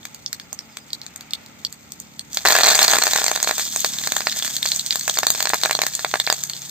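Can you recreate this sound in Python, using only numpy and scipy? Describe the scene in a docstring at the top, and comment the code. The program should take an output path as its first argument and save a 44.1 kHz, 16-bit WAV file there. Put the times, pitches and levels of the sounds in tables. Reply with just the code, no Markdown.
"""Seeds pop in hot oil in an iron pan over a wood fire outdoors, above a far engine's drone; a bird chirps.
Fresh leaves are thrown in and the oil erupts: steam bubbles burst as thumps, snaps and spray over a fine fizz.
Each burst is a click with a dying hiss that rings the pan's resonances; a wall nearby echoes the pan.
The air and a far rush are shaped noise, the drone is a stack of engine orders, the chirps are falling sines."""
import sys
import numpy as np
from scipy import signal
from scipy.fft import rfft, irfft, next_fast_len
from scipy.io import wavfile

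SR = 44100
rng = np.random.default_rng(int(sys.argv[2]) if len(sys.argv) > 2 else 0)


def invert_db(x):
    """Field ratio 10**(x/20) for x, a level in decibels (scalar or array-like)."""
    u = np.asarray(x, float) / 20
    return 10 ** u


def master_out(mix):
    """Clip the mix to full scale and print it as 16-bit PCM to the path in sys.argv[1]."""
    frames = np.transpose(np.atleast_2d(mix))
    ceiling = np.clip(frames, -1, 1)
    pcm = np.round(ceiling * 32767).astype(np.int16)
    wavfile.write(sys.argv[1], SR, pcm)


N = 295470


def rms_one(x):
    """Scales a signal to rms 1."""
    return x / np.sqrt(np.mean(x ** 2) + 1e-20)


def at_hz(points, hz):
    """Reads a curve of (Hz, value) points along log frequency."""
    p = np.array(points, float)
    return np.interp(np.log(hz + 1), np.log(p[:, 0] + 1), p[:, 1])


def drift(rate_hz):
    """Slow random wander of spread 1: noise through two equal low-pass poles at rate_hz."""
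    every = 40  # samples between computed points
    r = np.exp(-2 * np.pi * every * rate_hz / SR)
    noise = rng.standard_normal(N // every + 2002)
    slow = rms_one(signal.lfilter([1], [1, -2 * r, r * r], noise)[2000:])
    return np.interp(np.arange(N) / every, np.arange(len(slow)), slow)


def resonate(x, hz, width_hz):
    """Two-pole resonance with gain 1 on top."""
    r = np.exp(-np.pi * width_hz / SR)
    zeros = np.array([1, 0, -1]) * (1 - r * r) / 2
    poles = [1, -2 * r * np.cos(2 * np.pi * hz / SR), r * r]
    return signal.lfilter(zeros, poles, x + 1e-18)


def pair(alike):
    """Two noise channels that share a part: alike is their correlation."""
    mid, side = rng.standard_normal((2, N))
    alike = np.clip(alike, 0, 1)
    return np.sqrt(alike) * mid + np.sqrt(1 - alike) * np.array([side, rng.standard_normal(N)])


def grains(per_s, spread_db):
    """Random clicks, a few far larger than the rest; rms 1."""
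    sizes = invert_db(spread_db * np.minimum(rng.exponential(1, N), 4))
    return rms_one(sizes * (rng.random(N) < per_s / SR))


# The frying in the pan. Each row: time in seconds, relative level of the fizz in dB,
# relative level of the boil (large bubbles under the leaves) in dB.
FRYING_LEVELS = [(0, -55, -70), (1.3, -60, -60.5), (2.28, -56.5, -67), (2.34, -42, -49), (2.44, -41, -46),
                 (2.46, -37, -28), (2.53, -30, -25.5), (2.6, -40, -29), (2.68, -30.5, -24),
                 (2.85, -30.5, -27), (3.1, -29, -33.5), (3.35, -35.5, -37), (3.6, -31.5, -42.5),
                 (4.3, -34.5, -42.5), (4.798, -34, -46), (5.401, -36.5, -44.5), (5.9, -37.5, -45),
                 (6.7, -42, -53)]
# Resonances of the pan bowl, by the part of a burst that drives them.
# Each row: frequency in Hz, width in Hz, relative level in dB.
THUMP_MODES = [(60, 67, -76), (304, 3470, -5), (720, 503, 9), (980, 630, -3)]
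KNOCK_MODES = [(1233, 540, -7), (1750, 340, 2), (2360, 280, 0.5), (2740, 170, -7)]
SNAP_MODES = [(3550, 400, -2), (3950, 400, -2), (4300, 400, -1), (4650, 350, -1), (5300, 800, -5)]
SPRAY_MODES = [(6410, 535, -0.5), (7400, 303, 3), (8120, 1620, 0.5), (10200, 1400, 3), (12960, 1500, -13.5),
               (13800, 5400, -10)]
# How thump, knock, snap and spray are driven. Each row: click gain in dB, hiss relative to the click in dB,
# hiss 60 dB decay in seconds, fine-grain gain in dB, steam gain in dB, left-right likeness from 0 to 1.
BURST_PARTS = [(26.3, -30, 0.01, -8.5, -19, 1), (25.62, -21.5, 0.012, -5, 6, 0.36),
               (26.92, -13, 0.0069, -1, 1, 1), (20.95, -5.5, 0.0053, -8.5, 7.5, 0.14)]


def frying():
    """Every burst, large or fine, is a click with a dying hiss that rings the bowl anew; steam hisses under all."""
    t = np.arange(N) / SR
    s, fizz_db, boil_db = np.transpose(FRYING_LEVELS)
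    boil_db, fizz_db = np.interp(t, s, boil_db), np.interp(t, s, fizz_db)
    surge = invert_db(2.3 * drift(35))  # bubbles come in clumps
    boil, fizz = invert_db(boil_db) * surge, invert_db(fizz_db) * surge
    boil_grains = invert_db(9) * grains(350, spread_db=3.5)
    fizz_grains = invert_db(7) * grains(1200, spread_db=5)

    rows = np.vstack([seed_pops(), leaf_bursts(boil_db)])
    at = np.round(rows[:, 0] * SR).astype(int)
    pitch_hz = rows[:, 5]
    signs = rng.choice([-1, 1], N)
    luck_db = 2.5 * np.tanh(rng.standard_normal((len(rows), 20)))  # chance per burst and resonance

    out, mode = np.zeros((2, N)), 0
    all_modes = THUMP_MODES, KNOCK_MODES, SNAP_MODES, SPRAY_MODES
    for k, (modes, part) in enumerate(zip(all_modes, BURST_PARTS)):
        click_db, hiss_db, t60_s, fine_db, steam_db, alike = part
        treble = k > 1  # snap and spray
        bed = (fizz if treble else boil) * invert_db(0.48 * drift(4))  # each part flickers on its own
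        hiss = pair(alike)
        fine = bed * (fizz_grains if treble else boil_grains)
        if treble:
            fine = fine + 0.5 * boil * boil_grains  # large bubbles crack in the treble too
        for hz, width_hz, level_db in modes:
            # a snap favours resonances near its own pitch
            near_db = 4 - 30 * np.abs(np.log(hz / pitch_hz)) if modes is SNAP_MODES else 0
            clicks = fine * invert_db(fine_db)
            clicks[at] += invert_db(rows[:, 1 + k] + click_db + near_db + luck_db[:, mode])
            decay = invert_db(-60 / (t60_s * SR))
            dying = signal.lfilter([invert_db(hiss_db)], [1, -decay], clicks + 1e-18)
            push = clicks * signs + (dying + bed * invert_db(steam_db)) * hiss
            out += invert_db(level_db) * (-1) ** mode * resonate(push, hz, width_hz)
            mode += 1
    return out


# Colour of the microphone pair. 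Each row: frequency in Hz, left minus right in dB.
PORT_BALANCE = [(60, -23), (180, -2), (550, 0), (1650, 0.5), (4970, -1.5), (15000, 3)]


def ports(x):
    """The left microphone port hears the pan a moment later; the two differ in colour."""
    left_lag_s = 2.3 / SR
    size = next_fast_len(N + 2048)
    hz = np.fft.rfftfreq(size, 1 / SR)
    tilt = invert_db(at_hz(PORT_BALANCE, hz) / 2)
    left = np.exp(-2j * np.pi * hz * left_lag_s) * tilt
    return irfft(rfft(x, size) * np.array([left, 1 / tilt]), size)[:, :N]


# Colour of the background noise as heard, with a gap at 8.5 to 11 kHz.
# Each row: frequency in Hz, relative density in dB per Hz.
BACKGROUND_COLOUR = [(36, -55), (62, -5), (212, -3), (338, -10), (1030, -14), (4260, -20.5), (5760, -23.5),
                     (7260, -20.5), (8540, -44), (9380, -44), (11000, -55), (12100, -30), (14900, -25),
                     (16000, -37)]
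# Width of the background at the microphones. Each row: frequency in Hz, left-right likeness (below 0: opposed).
BACKGROUND_LIKENESS = [(60, 0.65), (240, 0.56), (950, -0.26), (3770, -1.23), (15000, 0.17)]


def air():
    """Fire, breeze and far traffic: soft noise, alike on both sides in the bass, opposed in the lower treble."""
    hz = np.fft.rfftfreq(N, 1 / SR)
    mid, side = rfft(rng.standard_normal((2, N)))
    alike = np.clip(at_hz(BACKGROUND_LIKENESS, hz), -1, 1)
    sides = np.sqrt(1 + alike) * mid + np.sqrt(1 - alike) * side * [[1], [-1]]
    noise = rms_one(irfft(invert_db(at_hz(BACKGROUND_COLOUR, hz)) * sides, N))
    return invert_db(-49.5 + drift(2.3)) * noise  # dB rms, wandering by 1 dB


# Engine orders four to eight, far off. Each entry: level in dB rms before swell, fade and wavering.
ORDER_LEVELS = [-56, -58.5, -54.5, -59.5, -61]
# The engine's course. Each row: time in seconds, firing rate in Hz, swell in dB.
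ENGINE_COURSE = [(0, 36.96, -5.5), (3.3, 36.4, -3), (4.0, 36.2, 3), (5.0, 35.3, -0.5), (6.7, 34.5, 3.5)]


def drone():
    """Orders of a far engine that slowly runs down, wavering apart in level; those above the fifth fade."""
    t = np.arange(N) / SR
    s, hz, swell_db = np.transpose(ENGINE_COURSE)
    turns = np.cumsum(np.interp(t, s, hz) * (1 + 0.003 * drift(1.65))) / SR
    swell_db = np.interp(t, s, swell_db)
    fade_db = 8 * np.maximum(t - 4.6, 0)  # 8 dB per second from 4.6 s on
    out = np.zeros(N)
    for order, db in enumerate(ORDER_LEVELS, 4):
        level_db = db + swell_db - fade_db * (order > 5) + 1.8 * drift(5)
        out += np.sqrt(2) * invert_db(level_db) * np.sin(2 * np.pi * order * turns)
    return out


# A far rush that swells. Each row: time in seconds, level in dB rms before its flicker.
RUSH_SWELL = [(0, -54.5), (.8, -54), (1.1, -51.5), (1.35, -47.5), (1.65, -54.5), (1.85, -56.5), (6.7, -52)]


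def rush():
    """Broad noise in three resonances, far off."""
    noise = pair(0.64)
    body = resonate(noise, 2050, 530)
    body = body + invert_db(0.5) * resonate(noise, 870, 120) + invert_db(-1) * resonate(noise, 1310, 280)
    level_db = np.interp(np.arange(N) / SR, *np.transpose(RUSH_SWELL))
    return invert_db(level_db + 1.4 * drift(14)) * rms_one(body)


def yard(x):
    """One wall echo, sharp with a rough edge, and a short scatter from the ground and the stove."""
    wall_s, scatter_t60_s = 0.0162, 0.065
    t = np.arange(int(0.12 * SR)) / SR
    edge = invert_db(-49) * np.exp(-0.5 * ((t - wall_s) / 0.0036) ** 2)
    scatter = invert_db(-15 - 60 * t / scatter_t60_s) / 20 * (t > 0.002)
    # mostly a different roughness on each side
    rough = rng.standard_normal(len(t)) + 2.4 * rng.standard_normal((2, len(t)))
    answer = (edge + scatter) * rough
    answer[:, round(wall_s * SR)] += invert_db(-45)
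    return x + signal.fftconvolve(x, answer, axes=1)[:, :N]


def burst_rows(s, body, snap, spray, pitch_hz):
    """Splits the body of each burst into thump and knock; small bubbles lose the thump faster."""
    full_body_db, loss_per_db = -16, 3.67
    thump = body - 5.5 - loss_per_db * np.maximum(full_body_db - body, 0)
    return np.c_[s, thump, body - 2.5, snap, spray, pitch_hz]


# Seeds popping in the pan. Each row: start in seconds, relative levels of body, snap and spray in dB,
# snap pitch in Hz.
SEED_POPS = [(0.0302, -48, -36, -58, 3700), (0.0528, -20.5, -20.5, -25, 4100),
             (0.1454, -48, -31, -26.5, 4260), (0.2617, -49, -13, -39, 4700),
             (0.3291, -21, -16.5, -18.5, 4300), (0.3982, -25, -26.5, -35, 4600),
             (0.5288, -39, -28.5, -19.5, 4550), (0.5898, -30, -17.5, -45, 5350),
             (0.7702, -21, -21.5, -24, 3740), (0.9039, -47, -26, -46, 3760),
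             (0.9312, -32, -13, -19.5, 4300), (1.0154, -34, -23, -35, 3900),
             (1.0643, -30, -29.5, -30.5, 4280), (1.1597, -29, -32, -21, 3930),
             (1.2083, -29.5, -21.5, -30, 3770), (1.3076, -38, -21.5, -34, 4330),
             (1.3344, -33, -9.5, -20.5, 3730), (1.4615, -44, -29, -37, 4300), (1.649, -57, -9.5, -20, 4650),
             (1.7255, -41, -33, -25.5, 4300), (1.92, -36, -24, -21.5, 4800), (2.0005, -43, -36, -21, 4570),
             (2.1932, -34, -19, -20, 3900), (2.3309, -46, -26, -21, 4670), (2.3451, -43, -43, -17, 5190)]


def seed_pops():
    """Seeds burst in the oil: rows of start, thump, knock, snap, spray and pitch; one has a deep thump."""
    rows = burst_rows(*np.transpose(SEED_POPS))
    deep_pop = np.argmin(abs(rows[:, 0] - 0.5288))
    rows[deep_pop, 1] = -31  # relative thump in dB
    return rows


def bird():
    """Short whistles that fall and level off, blurred by the trees on the way."""
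    count, first_s, every_s, long_s = 7, 0.301, 0.0975, 0.065
    out = np.zeros(N)
    for s in first_s + every_s * np.arange(count):
        start_hz, end_hz = 5350 * (1 + 0.02 * rng.standard_normal()), 4860
        u = np.clip((np.arange(N) / SR - s) / long_s, 0, 1)
        hz = end_hz + (start_hz - end_hz) * (1 - u) ** 2.57
        out += np.sin(np.pi * u) * np.sin(2 * np.pi * np.cumsum(hz) / SR)
    blur = 0.8 + 0.45 * np.array([drift(150), drift(150)])
    return invert_db(-50) * out * blur


# Single bursts after the leaves go in, loud and faint, one of them (6.156 s) a wall echo.
# Each row: start in seconds, relative levels of body, snap and spray in dB.
SINGLE_BURSTS = [(2.3715, -13, -9, -15.5), (2.4516, -5, -14, -14), (2.4568, -1.5, -14, -11),
                 (2.4627, -20.5, -20, -31), (2.4734, -14, -9, -13), (2.4851, -5, -10, -3),
                 (2.5047, -4, -8, -13), (2.5222, -13.5, -14, -9), (2.5532, -6, -11, -29),
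                 (2.5716, -19, -16, -32), (2.6196, -42, -14, -19), (2.6336, -6, -1, -10),
                 (2.6685, -9, -7, -18), (2.6833, -21.5, -14, -26), (2.7418, -39, -5, -34),
                 (2.7521, -18, -13, -5), (2.7907, -3, 0, -3), (2.8285, -12.5, -3, -0.5),
                 (2.8796, -11.5, -6.5, -10), (2.8978, -14, -10, -19), (2.9123, -25, -19, -9),
                 (2.935, -6, -10.5, -13.5), (2.9679, -12.5, -21, -29), (2.985, -11, -11, -9),
                 (3.0227, -9.5, -4, -20), (3.0365, -9.5, -11, -6), (3.0679, -4, -9.5, -11.5),
                 (3.1341, -10.5, -10.5, -10), (3.1606, -5.5, -15, -9), (3.1857, -10, -16, -34),
                 (3.2171, -13, -15, -23), (3.2415, -11.5, -20, -8.5), (3.2639, -11.5, -12, -11.5),
                 (3.2812, -10.5, -5, -12.5), (3.3146, -9, -13.5, -13), (3.3602, -13.5, -13.5, -17),
                 (3.428, -16, -21, -8), (3.4448, -16, -17, -20), (3.4739, -10, -13, -31),
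                 (3.4935, -12, -24, -36), (3.5103, -9.5, -9.5, -15), (3.5805, -17, -21, -14.5),
                 (3.5952, -16.5, -18, -37), (3.7607, -16, -28, -11), (3.8044, -39, -23, -17),
                 (3.8459, -9.5, -9, -15), (3.9341, -29, -17, -32), (4.037, -19.5, -17, -34),
                 (4.0725, -12.5, -13, -16), (4.1203, -12.5, -15, -10.5), (4.1656, -10, -11.5, -12),
                 (4.2058, -14, -16.5, -25), (4.2698, -6.5, -8.5, -35), (4.2964, -41, -13.5, -31),
                 (4.3165, -42, -25, -29), (4.3268, -46, -10, -43), (4.3977, -23.5, -22, -66),
                 (4.424, -18, -13, -23), (4.4473, -18, -14, -18), (4.5657, -21, -8.5, -15),
                 (4.6282, -19, -6, -19), (4.6556, -15, -25, -16), (4.66, -19.5, -16, -22),
                 (4.687, -34, -13, -18), (4.7015, -36, -26, -38), (4.7178, -20, -8, -31),
                 (4.7612, -46, -32, -16), (4.7692, -47, -39, -28), (4.7943, -43, -8.5, -20),
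                 (4.8623, -43, -21.5, -14), (4.9071, -28, -4, -20), (4.9248, -20.5, -10, -37),
                 (4.9566, -15, -15.5, -12), (4.9952, -41, -26, -15), (5.0786, -9.5, -26, -11),
                 (5.096, -15, -6, -14), (5.11, -29, -30, -21), (5.1719, -16.5, -12, -32),
                 (5.1868, -9.5, -7, -8), (5.2319, -8, -9, -22), (5.2678, -8, -6, -3),
                 (5.3028, -12, -9.5, -2.5), (5.3497, -17, -16, -22), (5.4044, -14, -14, -15),
                 (5.4259, -15.5, -7, -8.5), (5.455, -12, -12, -19), (5.4711, -13, -18, -20),
                 (5.4923, -33, -14, -11), (5.5014, -12.5, -18, -29), (5.5347, -5.5, -11, -22),
                 (5.5424, -12, -12, -16.5), (5.6349, -11.5, -6, -7), (5.651, -13.5, -7.5, -23),
                 (5.658, -7.5, -23, -14), (5.6957, -11, -22, -32), (5.7099, -4.5, -11, -10),
                 (5.7289, -18, -10.5, -20), (5.7507, -15, -6, -17), (5.7899, -11.5, -8.5, -31),
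                 (5.8171, -6.5, -5.5, -8), (5.8353, -15, -14, -23), (5.8657, -14, -15, -9),
                 (5.9509, -39, -24, -12.5), (5.9923, -18, -21, -27), (6.0468, -5, -8.5, -19.5),
                 (6.1133, -27, -22.5, -28), (6.1396, -5, -16, -19), (6.1558, -12.5, -20, -23),
                 (6.1996, -15.5, -5.5, -17), (6.2657, -38, -9.5, -27), (6.2743, -10, -29.5, -40),
                 (6.3002, -7, -3.5, -12), (6.3255, -12, -10.5, -10.5), (6.4363, -25, -17.5, -9),
                 (6.4715, -43, -40, -30), (6.497, -35, -17.5, -25), (6.5339, -44, -20, -41),
                 (6.6185, -39, -32, -28)]


def leaf_bursts(boil_db):
    """Single bursts, plus lesser ones at random, denser and louder as the boil rises; rows like the pops."""
    count, crowding = 130, 1.5  # lesser bursts; dB of rate per dB of boil
    full_db, spread_db = (-13, -14, -17), 4.5  # body, snap, spray at full boil; limit of chance
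    share = np.cumsum(invert_db(crowding * boil_db))
    at = np.searchsorted(share, rng.random(count) * share[-1])
    chance_db = spread_db * np.tanh(rng.standard_normal((count, 3)))
    follow_db = 0.5 * (boil_db[at] - boil_db.max())  # half the boil's swing
    lesser_db = full_db + chance_db + follow_db[:, None]
    bursts = np.vstack([SINGLE_BURSTS, np.c_[at / SR, lesser_db]])
    pitch_hz = 4150 * np.exp(0.06 * rng.standard_normal(len(bursts)))
    return burst_rows(*bursts.T, pitch_hz)


def scene():
    """The pan in its yard at the two ports, with the surroundings added."""
    return ports(yard(frying())) + air() + drone() + bird() + rush()


def top_cut(x):
    """Nothing passes above the cut-off."""
    return signal.sosfilt(signal.butter(12, 16490, fs=SR, output="sos"), x)


def record(dry):
    """Peaks are rounded; the treble has a near-empty gap from 9.3 to 11.3 kHz and ends at 16.1 kHz."""
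    x = 1.7 * np.tanh(dry / 1.7)
    below = signal.sosfilt(signal.cheby2(10, 45, 9300, fs=SR, output="sos"), x)
    above = signal.sosfilt(signal.cheby2(16, 50, 11300, "high", fs=SR, output="sos"), x)
    x = signal.sosfilt(signal.cheby2(14, 60, 16100, fs=SR, output="sos"), below + above)
    return top_cut(np.clip(x, -1, 1))


dry = scene()
out = record(dry)
master_out(out)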